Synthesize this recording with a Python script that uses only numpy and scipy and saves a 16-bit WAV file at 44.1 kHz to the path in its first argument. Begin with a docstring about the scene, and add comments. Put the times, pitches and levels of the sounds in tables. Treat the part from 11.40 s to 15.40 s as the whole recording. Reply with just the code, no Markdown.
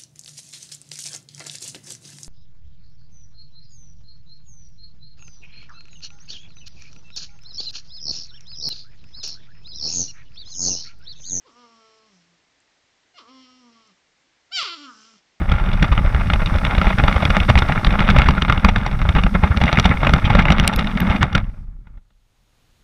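"""Three nasal, quarrelling porcupine cries by a wooden shed at night, over the steady hiss of a small trail camera.
Each cry opens with a high squeak and slides down into a long moan; the third starts as a loud, rasping squeal.
Jittering vocal pulses and puffs of air ring a throat filter, in bands with their own level curves.
Wall echoes and a short noise tail follow; a filtered click makes a knock, narrow noise bursts make dry ticks."""
import sys
import numpy as np
from scipy import signal
from scipy.fft import rfft, irfft, next_fast_len
from scipy.io import wavfile
from scipy.ndimage import uniform_filter1d

SR = 44100
rng = np.random.default_rng(int(sys.argv[2]) if len(sys.argv) > 2 else 0)


def wav_out(sig):
    """Save sig, one row per channel (or a flat mono array), as 16-bit PCM at SR to the path in sys.argv[1]."""
    wavfile.write(sys.argv[1], SR, np.round(np.clip(np.atleast_2d(sig).T, -1, 1) * 32767).astype(np.int16))


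N = 176400
TIME_S = np.arange(N) / SR

# Hiss spectrum. Each row: frequency [Hz], relative density [dB per Hz].
HISS_SPECTRUM = [(15, -42), (25, -12), (166, -8.5), (212, -12.5), (264, -6), (421, -9), (454, -9.5),
                 (760, -8.5), (1340, -10.5), (2030, -6.5), (2290, -8.5), (2470, -9.5), (4240, -11.5),
                 (7460, -16.5), (8860, -36.5), (11500, -65), (19500, -120)]
HISS_DB, CUTOFF_HZ = -65, 8900  # rms before the camera's filter; upper limit of voice, hiss and camera

# Dry ticks. Each row: start [s], burst level before halving [dB], pitch [Hz], t60 [s].
TICKS = [(1.203, -53, 7400, 0.016), (2.474, -53, 6200, 0.026), (3.709, -49, 5630, 0.0019)]
KNOCK_S, KNOCK_IMPULSE_DB, KNOCK_DULL_HZ = 3.229, -9.5, 5000

# Echoes off the walls. Each row: delay [s], gain [dB].
ECHOES = [(.0125, -19), (.021, -18), (.034, -22)]
YARD_DB, YARD_T60_S, YARD_DULL_HZ = -13, 0.58, 6000  # tail energy before dulling
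SCATTER_DB, SCATTER_T60_S = -6.5, 0.028  # litter and boards right next to the animals

# Throat resonances, mouth nearly shut and wide open. Each row: frequency [Hz], gain [dB].
SHUT_THROAT = [(300, 8), (450, 1), (680, -2), (850, -6), (1050, 0), (1300, 2), (1550, -18.5), (1850, -10),
               (2150, -7), (2500, -17), (3050, -7), (3600, -19.5), (4300, -10), (4800, -14), (5600, 6.5),
               (6300, -33.5), (7300, -34), (9000, -48.5)]
OPEN_THROAT = [(400, -9.5), (700, -11.5), (1050, 1), (1370, 7.5), (1850, -12.5), (2200, -9), (2500, -5.5),
               (3050, 1.5), (3600, -4), (4100, -6.5), (4650, -1), (5100, -10), (5500, -19.5), (6200, -19.5),
               (7150, -3), (8000, -23.5), (9000, -44)]
# Turbulence at the teeth. Each row: frequency [Hz], gain [dB].
AIR_SPECTRUM = [(800, -20), (1300, -10), (1900, -8.5), (3000, -2), (4400, -2.5), (5700, -9.5),
                (6400, -11.5), (7500, -15.5), (9000, -38)]

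# Base pitch of each cry. Each row: time [s], frequency [Hz].
WHINE_PITCH = [(.03, 421.4), (.06, 539), (.078, 419.2), (.094, 287.6), (.12, 227.2), (.182, 245.4),
               (.218, 244.4), (.276, 229.9), (.45, 222.4), (.666, 218.9), (.764, 179.8), (.836, 165.3),
               (.896, 176), (.99, 161.3)]
MOAN_PITCH = [(1.745, 720.5), (1.771, 697.7), (1.787, 558.5), (1.801, 357.7), (1.821, 247.6),
              (1.841, 213.2), (1.913, 263), (2.017, 259.1), (2.069, 251.7), (2.185, 256.3), (2.299, 233.1),
              (2.473, 218.7), (2.501, 201), (2.53, 178.4)]
SQUEAL_PITCH = [(3.112, 670), (3.126, 763.3), (3.14, 791.3), (3.16, 772.7), (3.188, 698.7), (3.202, 662.4),
                (3.258, 420), (3.29, 345.7), (3.346, 336.7), (3.38, 291.1), (3.43, 290.6), (3.456, 275.6),
                (3.542, 214.7), (3.634, 216.3), (3.698, 226.7), (3.75, 215.4), (3.79, 175.6)]
# Rasp of each cry. Each row: time [s], roughness [0-1].
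WHINE_RASP = [(.06, 0.2), (.085, 0.83), (.16, 0.11), (.6, .1), (.9, 0.33)]
MOAN_RASP = [(1.77, 0.094), (1.796, 0.28), (1.85, 0.2), (1.92, 0.048), (2.501, 0.16)]
SQUEAL_RASP = [(3.145, .02), (3.17, .14), (3.195, .19), (3.235, .33), (3.275, .26), (3.31, .09),
               (3.47, .07), (3.58, .45)]
# Mouth of each cry. Each row: time [s], opening [0-1].
WHINE_MOUTH = [(.07, 0.1), (.2, 0.13), (.35, 0)]
MOAN_MOUTH = [(1.79, 0.29), (1.86, 0.075), (2.04, 0.23), (2.3, 0.089)]
SQUEAL_MOUTH = [(3.34, 0.58), (3.42, 0.55), (3.56, 0.54)]
# Fundamental of each cry. Each row: time [s], level before trim [dB].
WHINE_HUM = [(.03, -77), (.065, -57), (.102, -61.5), (.136, -74), (.19, -59.5), (.286, -66.5), (.36, -60.5),
             (.53, -83), (.752, -59.5), (.828, -64.5), (.94, -67.5), (.99, -73)]
MOAN_HUM = [(1.745, -63), (1.825, -60.5), (1.853, -86), (1.885, -58.5), (1.913, -52), (2.013, -52),
            (2.061, -56.5), (2.249, -56.5), (2.407, -65), (2.447, -76), (2.507, -63), (2.53, -64.5)]
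SQUEAL_HUM = [(3.112, -60), (3.126, -54), (3.152, -58.5), (3.176, -43), (3.248, -56), (3.258, -48),
              (3.364, -54), (3.382, -46.5), (3.47, -45.5), (3.52, -60), (3.532, -65), (3.566, -58),
              (3.7, -66), (3.766, -55.5), (3.79, -86)]
# Low overtones against the nasal middle, one curve a cry. Each row: time [s], gain [dB].
LOW_GAINS = [
    [(.1, 1.5), (.22, -1), (.45, 5), (.66, 5), (.73, 6.5)],
    [(1.8, -2.5), (1.95, 3), (2.45, -0.5)],
    [(3.25, 4), (3.42, 1.5), (3.5, -10), (3.6, -2), (3.75, 8)],
]
# Nasal middle, treble and airy top, one curve a cry. Each row: time [s], level before trim [dB].
MIDDLE_LEVELS = [
    [(0.03, -80), (0.064, -57.5), (0.146, -64.5), (0.17, -56), (0.242, -54), (0.272, -59), (0.366, -63),
     (0.448, -60.5), (0.674, -67), (0.682, -71.5), (0.8, -84), (0.804, -87), (0.946, -80), (0.98, -93),
     (0.99, -81)],
    [(1.745, -76), (1.771, -61), (1.785, -47.5), (1.841, -57.5), (1.893, -54), (1.953, -60), (1.979, -57),
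     (2.049, -67.5), (2.089, -58), (2.193, -67.5), (2.239, -61.5), (2.345, -64), (2.359, -62), (2.507, -67),
     (2.53, -84)],
    [(3.112, -69.5), (3.12, -44.5), (3.144, -47.5), (3.194, -31), (3.218, -34), (3.246, -37.5),
     (3.268, -38), (3.316, -46), (3.332, -38.5), (3.364, -53), (3.432, -50.5), (3.502, -42.5), (3.532, -55),
     (3.752, -64.5), (3.79, -91)],
]
TREBLE_LEVELS = [
    [(0.03, -73), (0.042, -92.5), (0.07, -59), (0.136, -76), (0.186, -61), (0.31, -65.5), (0.502, -64.5),
     (0.754, -70.5), (0.772, -82), (0.824, -68), (0.956, -90), (0.962, -76), (0.99, -86)],
    [(1.745, -61), (1.749, -61.5), (1.789, -45.5), (1.829, -64.5), (1.867, -67.5), (1.891, -56.5),
     (1.923, -59.5), (2.051, -55.5), (2.069, -60), (2.313, -68), (2.329, -62.5), (2.523, -67.5),
     (2.53, -78)],
    [(3.112, -65), (3.122, -38), (3.138, -29.5), (3.17, -22.5), (3.304, -35), (3.342, -36), (3.36, -47),
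     (3.452, -46), (3.502, -66.5), (3.636, -57.5), (3.79, -65.5)],
]
TOP_LEVELS = [
    [(0.03, -96), (0.102, -67.5), (0.59, -67.5), (0.606, -77), (0.768, -67.5), (0.932, -92), (0.946, -78),
     (0.964, -88), (0.99, -83)],
    [(1.745, -75), (1.781, -63.5), (1.853, -74.5), (1.959, -63.5), (2.459, -74), (2.475, -65), (2.485, -86),
     (2.515, -74), (2.53, -94)],
    [(3.112, -75), (3.128, -48.5), (3.154, -39), (3.174, -37.5), (3.326, -57.5), (3.456, -58), (3.482, -61),
     (3.634, -59), (3.79, -67.5)],
]
# Nasal and bright resonances, moved by tongue and jaw, one curve a cry. Each row: time [s], centre [Hz].
NASAL_CENTRES = [
    [(.06, 1040), (.22, 1130), (.32, 930), (.42, 1390), (.55, 1230), (.66, 1090)],
    [(1.8, 1160), (1.98, 1010), (2.12, 1320), (2.26, 970), (2.4, 1198)],
    [(3.2, 1240), (3.33, 1426), (3.41, 1260), (3.47, 1360), (3.52, 1206), (3.57, 1600), (3.72, 1302)],
]
BRIGHT_CENTRES = [
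    [(.08, 3040), (.22, 2770), (.45, 3500), (.55, 4186)],
    [(1.79, 2950), (1.97, 3520), (2.04, 3100), (2.3, 3200)],
    [(3.14, 5140), (3.18, 3720), (3.25, 3300), (3.29, 4170), (3.34, 4100), (3.38, 3930), (3.41, 2930),
     (3.46, 3170)],
]
# Trims in dB, one row a cry. Each row: fundamental, middle, treble, top.
TRIMS_DB = [(-0.81, -0.78, -0.63, -1.9), (-0.22, -1.4, -0.35, -0.44), (-1.4, -0.51, -0.7, 0.59)]

LOW_EDGE_HZ, MIDDLE_EDGE_HZ, TREBLE_EDGE_HZ = 850, 1850, 5000  # upper edges of the bands
ATTACK_S, RELEASE_S = .006, .015
JITTER_RATIO, JITTER_HZ, SHIMMER_DB = 0.0333, 166, 9  # spread at full roughness; jitter as a share of pitch
WAVER_RATIO, WAVER_HZ = 0.00369, 20.9  # share of pitch, whatever the roughness
OPEN_AIR, SHUT_AIR = .5, 2.2  # gain of the turbulence, mouth open and shut
MIDDLE_AIR, TOP_AIR = .3, 7.5  # gain in the middle; top gain relative to the treble
NASAL_DB, NASAL_WIDTH_HZ, BRIGHT_DB, BRIGHT_WIDTH_HZ = 7, 180, 3.5, 180  # half-widths at half the lift
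PULSE_SPREAD_RAD = .12  # soft closure of the folds: lag per squared order


def from_db(db):
    """Decibels to gain."""
    return 10 ** (np.asarray(db) / 20)


def rms_one(x):
    """Scale to unit power."""
    return x / np.sqrt(np.mean(x ** 2) + 1e-20)


def strength(x, size=600):
    """Short-term rms, window in samples, smoothed twice."""
    power = uniform_filter1d(uniform_filter1d(x * x, size), size)
    return np.sqrt(np.abs(power) + 1e-12)


def even(x):
    """Hold the short-term power near one."""
    return x / strength(x)


def in_time(rows, t):
    """Linear curve through the rows, at the times t."""
    s, value = np.transpose(rows)
    return np.interp(t, np.sort(s), value)


def butter(x, hz, kind, order=2):
    """Butterworth filter."""
    return signal.sosfilt(signal.butter(order, hz, kind, fs=SR, output="sos"), x)


def drift(hz, size):
    """Low-passed noise: random wandering up to a given rate, rms 1."""
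    return rms_one(butter(rng.standard_normal(size + SR // 2), hz, "low")[-size:])


def colour(x, points):
    """Causal minimum-phase filter with the given spectrum, by folding the cepstrum."""
    size = 2 * next_fast_len(len(x) // 2 + SR // 10)
    hz, db = np.transpose(points)
    bins_hz = np.maximum(np.arange(size // 2 + 1) * SR / size, 1)
    gain_db = np.interp(np.log(bins_hz), np.log(hz), db)
    cepstrum = irfft(np.log(from_db(gain_db)))
    cepstrum[1:size // 2] *= 2
    cepstrum[size // 2 + 1:] = 0
    response = np.exp(rfft(cepstrum))
    return irfft(rfft(x, size) * response)[:len(x)]


def camera_hiss():
    """Steady coloured noise, low-passed."""
    noise = colour(rng.standard_normal(N), HISS_SPECTRUM)
    return from_db(HISS_DB) * rms_one(butter(noise, CUTOFF_HZ, "low", order=8))


def yard(x):
    """Discrete wall echoes and a short diffuse tail of decaying noise."""
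    t = TIME_S[:SR]
    build_up = np.clip(t / ECHOES[0][0], 0, 1)
    tail = rng.standard_normal(SR) * from_db(-60 * t / YARD_T60_S) * build_up
    tail = butter(tail, YARD_DULL_HZ, "low") / np.sqrt(np.sum(tail ** 2))
    echoes = sum(from_db(db) * np.interp(TIME_S - delay_s, TIME_S, x) for delay_s, db in ECHOES)
    return echoes + from_db(YARD_DB) * signal.fftconvolve(x, tail)[:N]


def scatter(x):
    """Nearby surfaces blur the treble of each pulse over a few milliseconds."""
    t = TIME_S[:SR // 10]
    blur = rng.standard_normal(len(t)) * from_db(-60 * t / SCATTER_T60_S)
    blur = blur / np.sqrt(np.sum(blur ** 2))
    treble = butter(x, MIDDLE_EDGE_HZ, "high")
    return x + from_db(SCATTER_DB) * signal.fftconvolve(treble, blur)[:N]


def ticks(width=0.015):
    """Narrow bright noise bursts that start at once and decay exponentially."""
    out = np.zeros(N)
    for start_s, db, hz, t60_s in TICKS:
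        band_hz = [hz * (1 - width), hz * (1 + width)]
        burst = rms_one(butter(rng.standard_normal(N), band_hz, "band", order=1))
        decay_db = -60 * np.clip((TIME_S - start_s) / t60_s, 0, 2)
        out += .5 * burst * (TIME_S >= start_s) * from_db(db + decay_db)
    return out


def knock():
    """A sharp knock at the height of the squeal: one impulse through a gentle low-pass."""
    click = np.zeros(N) + 1e-18
    click[int(KNOCK_S * SR)] = from_db(KNOCK_IMPULSE_DB)
    return butter(click, KNOCK_DULL_HZ, "low", order=1)


def resonance_db(hz, centre_hz, peak_db, width_hz):
    """Bell-shaped lift around a resonance."""
    return peak_db / (1 + ((hz - centre_hz) / width_hz) ** 2)


def vocal_pulses(hz, phase, nasal_hz, bright_hz):
    """Overtones of the vocal folds, lifted where they meet the two moving resonances."""
    out = 0
    for k in range(2, int(CUTOFF_HZ / hz.min())):
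        lift_db = resonance_db(k * hz, nasal_hz, NASAL_DB, NASAL_WIDTH_HZ)
        lift_db = lift_db + resonance_db(k * hz, bright_hz, BRIGHT_DB, BRIGHT_WIDTH_HZ)
        below_cutoff = np.clip(CUTOFF_HZ / hz - k + 1, 0, 1)
        out = out + np.cos(k * phase - PULSE_SPREAD_RAD * k * k) * from_db(lift_db) * below_cutoff
    return even(out)


def cry(pitch, hum, low_gain, middle_level, treble_level, top_level, nasal, bright, rasp, opening, trim_db):
    """Jittering vocal pulses and puffs of air ring the throat above a clean fundamental."""
    start_s, end_s = pitch[0][0], pitch[-1][0]
    span = (TIME_S > start_s - ATTACK_S) & (TIME_S < end_s + RELEASE_S)
    t = TIME_S[span]
    size = len(t)
    rough = in_time(rasp, t)
    mouth = np.clip(in_time(opening, t), 0, 1)

    jitter = JITTER_RATIO * rough * drift(JITTER_HZ, size)
    waver = WAVER_RATIO * drift(WAVER_HZ, size)
    hz = in_time(pitch, t) * (1 + jitter + waver)
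    phase = 2 * np.pi * np.cumsum(hz) / SR
    pulses = vocal_pulses(hz, phase, in_time(nasal, t), in_time(bright, t))
    pulses = pulses * from_db(SHIMMER_DB * rough * drift(JITTER_HZ, size))
    voiced = mouth * colour(pulses, OPEN_THROAT) + (1 - mouth) * colour(pulses, SHUT_THROAT)

    # one puff of air per pitch cycle
    noise = butter(rng.standard_normal(size), CUTOFF_HZ, "low")
    air = rough * rms_one(noise * (1 + np.cos(phase)) ** 2)
    rushing = colour(air, AIR_SPECTRUM)
    airiness = mouth * OPEN_AIR + (1 - mouth) * SHUT_AIR

    fundamental = np.sqrt(2) * np.cos(phase)
    low = butter(voiced, LOW_EDGE_HZ, "low", order=6) * from_db(in_time(low_gain, t))
    middle = butter(voiced + MIDDLE_AIR * rushing, [LOW_EDGE_HZ, MIDDLE_EDGE_HZ], "band", order=5)
    treble = butter(voiced + airiness * rushing, [MIDDLE_EDGE_HZ, TREBLE_EDGE_HZ], "band", order=8)
    top = butter(voiced + TOP_AIR * airiness * rushing, TREBLE_EDGE_HZ, "high", order=14)

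    # the middle's strength sets the gain of the low overtones too
    parts = fundamental, (low + middle) / strength(middle), even(treble), even(top)
    levels = hum, middle_level, treble_level, top_level
    voice = sum(part * from_db(in_time(level, t) + trim)
                for part, level, trim in zip(parts, levels, trim_db))
    fade_in = np.clip((t - t[0]) / ATTACK_S, 0, 1)
    fade_out = np.clip((t[-1] - t) / RELEASE_S, 0, 1)
    out = np.zeros(N)
    out[span] = fade_in * fade_out * voice
    return out


def porcupines():
    """A whine and a moan with the mouth nearly shut, then the squeal with a wider mouth."""
    pitches = WHINE_PITCH, MOAN_PITCH, SQUEAL_PITCH
    hums = WHINE_HUM, MOAN_HUM, SQUEAL_HUM
    rasps = WHINE_RASP, MOAN_RASP, SQUEAL_RASP
    mouths = WHINE_MOUTH, MOAN_MOUTH, SQUEAL_MOUTH
    return sum(map(cry, pitches, hums, LOW_GAINS, MIDDLE_LEVELS, TREBLE_LEVELS, TOP_LEVELS,
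                   NASAL_CENTRES, BRIGHT_CENTRES, rasps, mouths, TRIMS_DB))


def scene():
    """The cries in the yard, with knock and ticks, over the hiss."""
    voices = scatter(porcupines())
    return (camera_hiss() + yard(voices) + ticks() + knock() + voices)[None]


def record(dry):
    """The camera cuts the top steeply: an elliptic low-pass."""
    return signal.sosfilt(signal.ellip(10, .2, 80, CUTOFF_HZ, fs=SR, output="sos"), dry)


dry = scene()
out = record(dry)
wav_out(out)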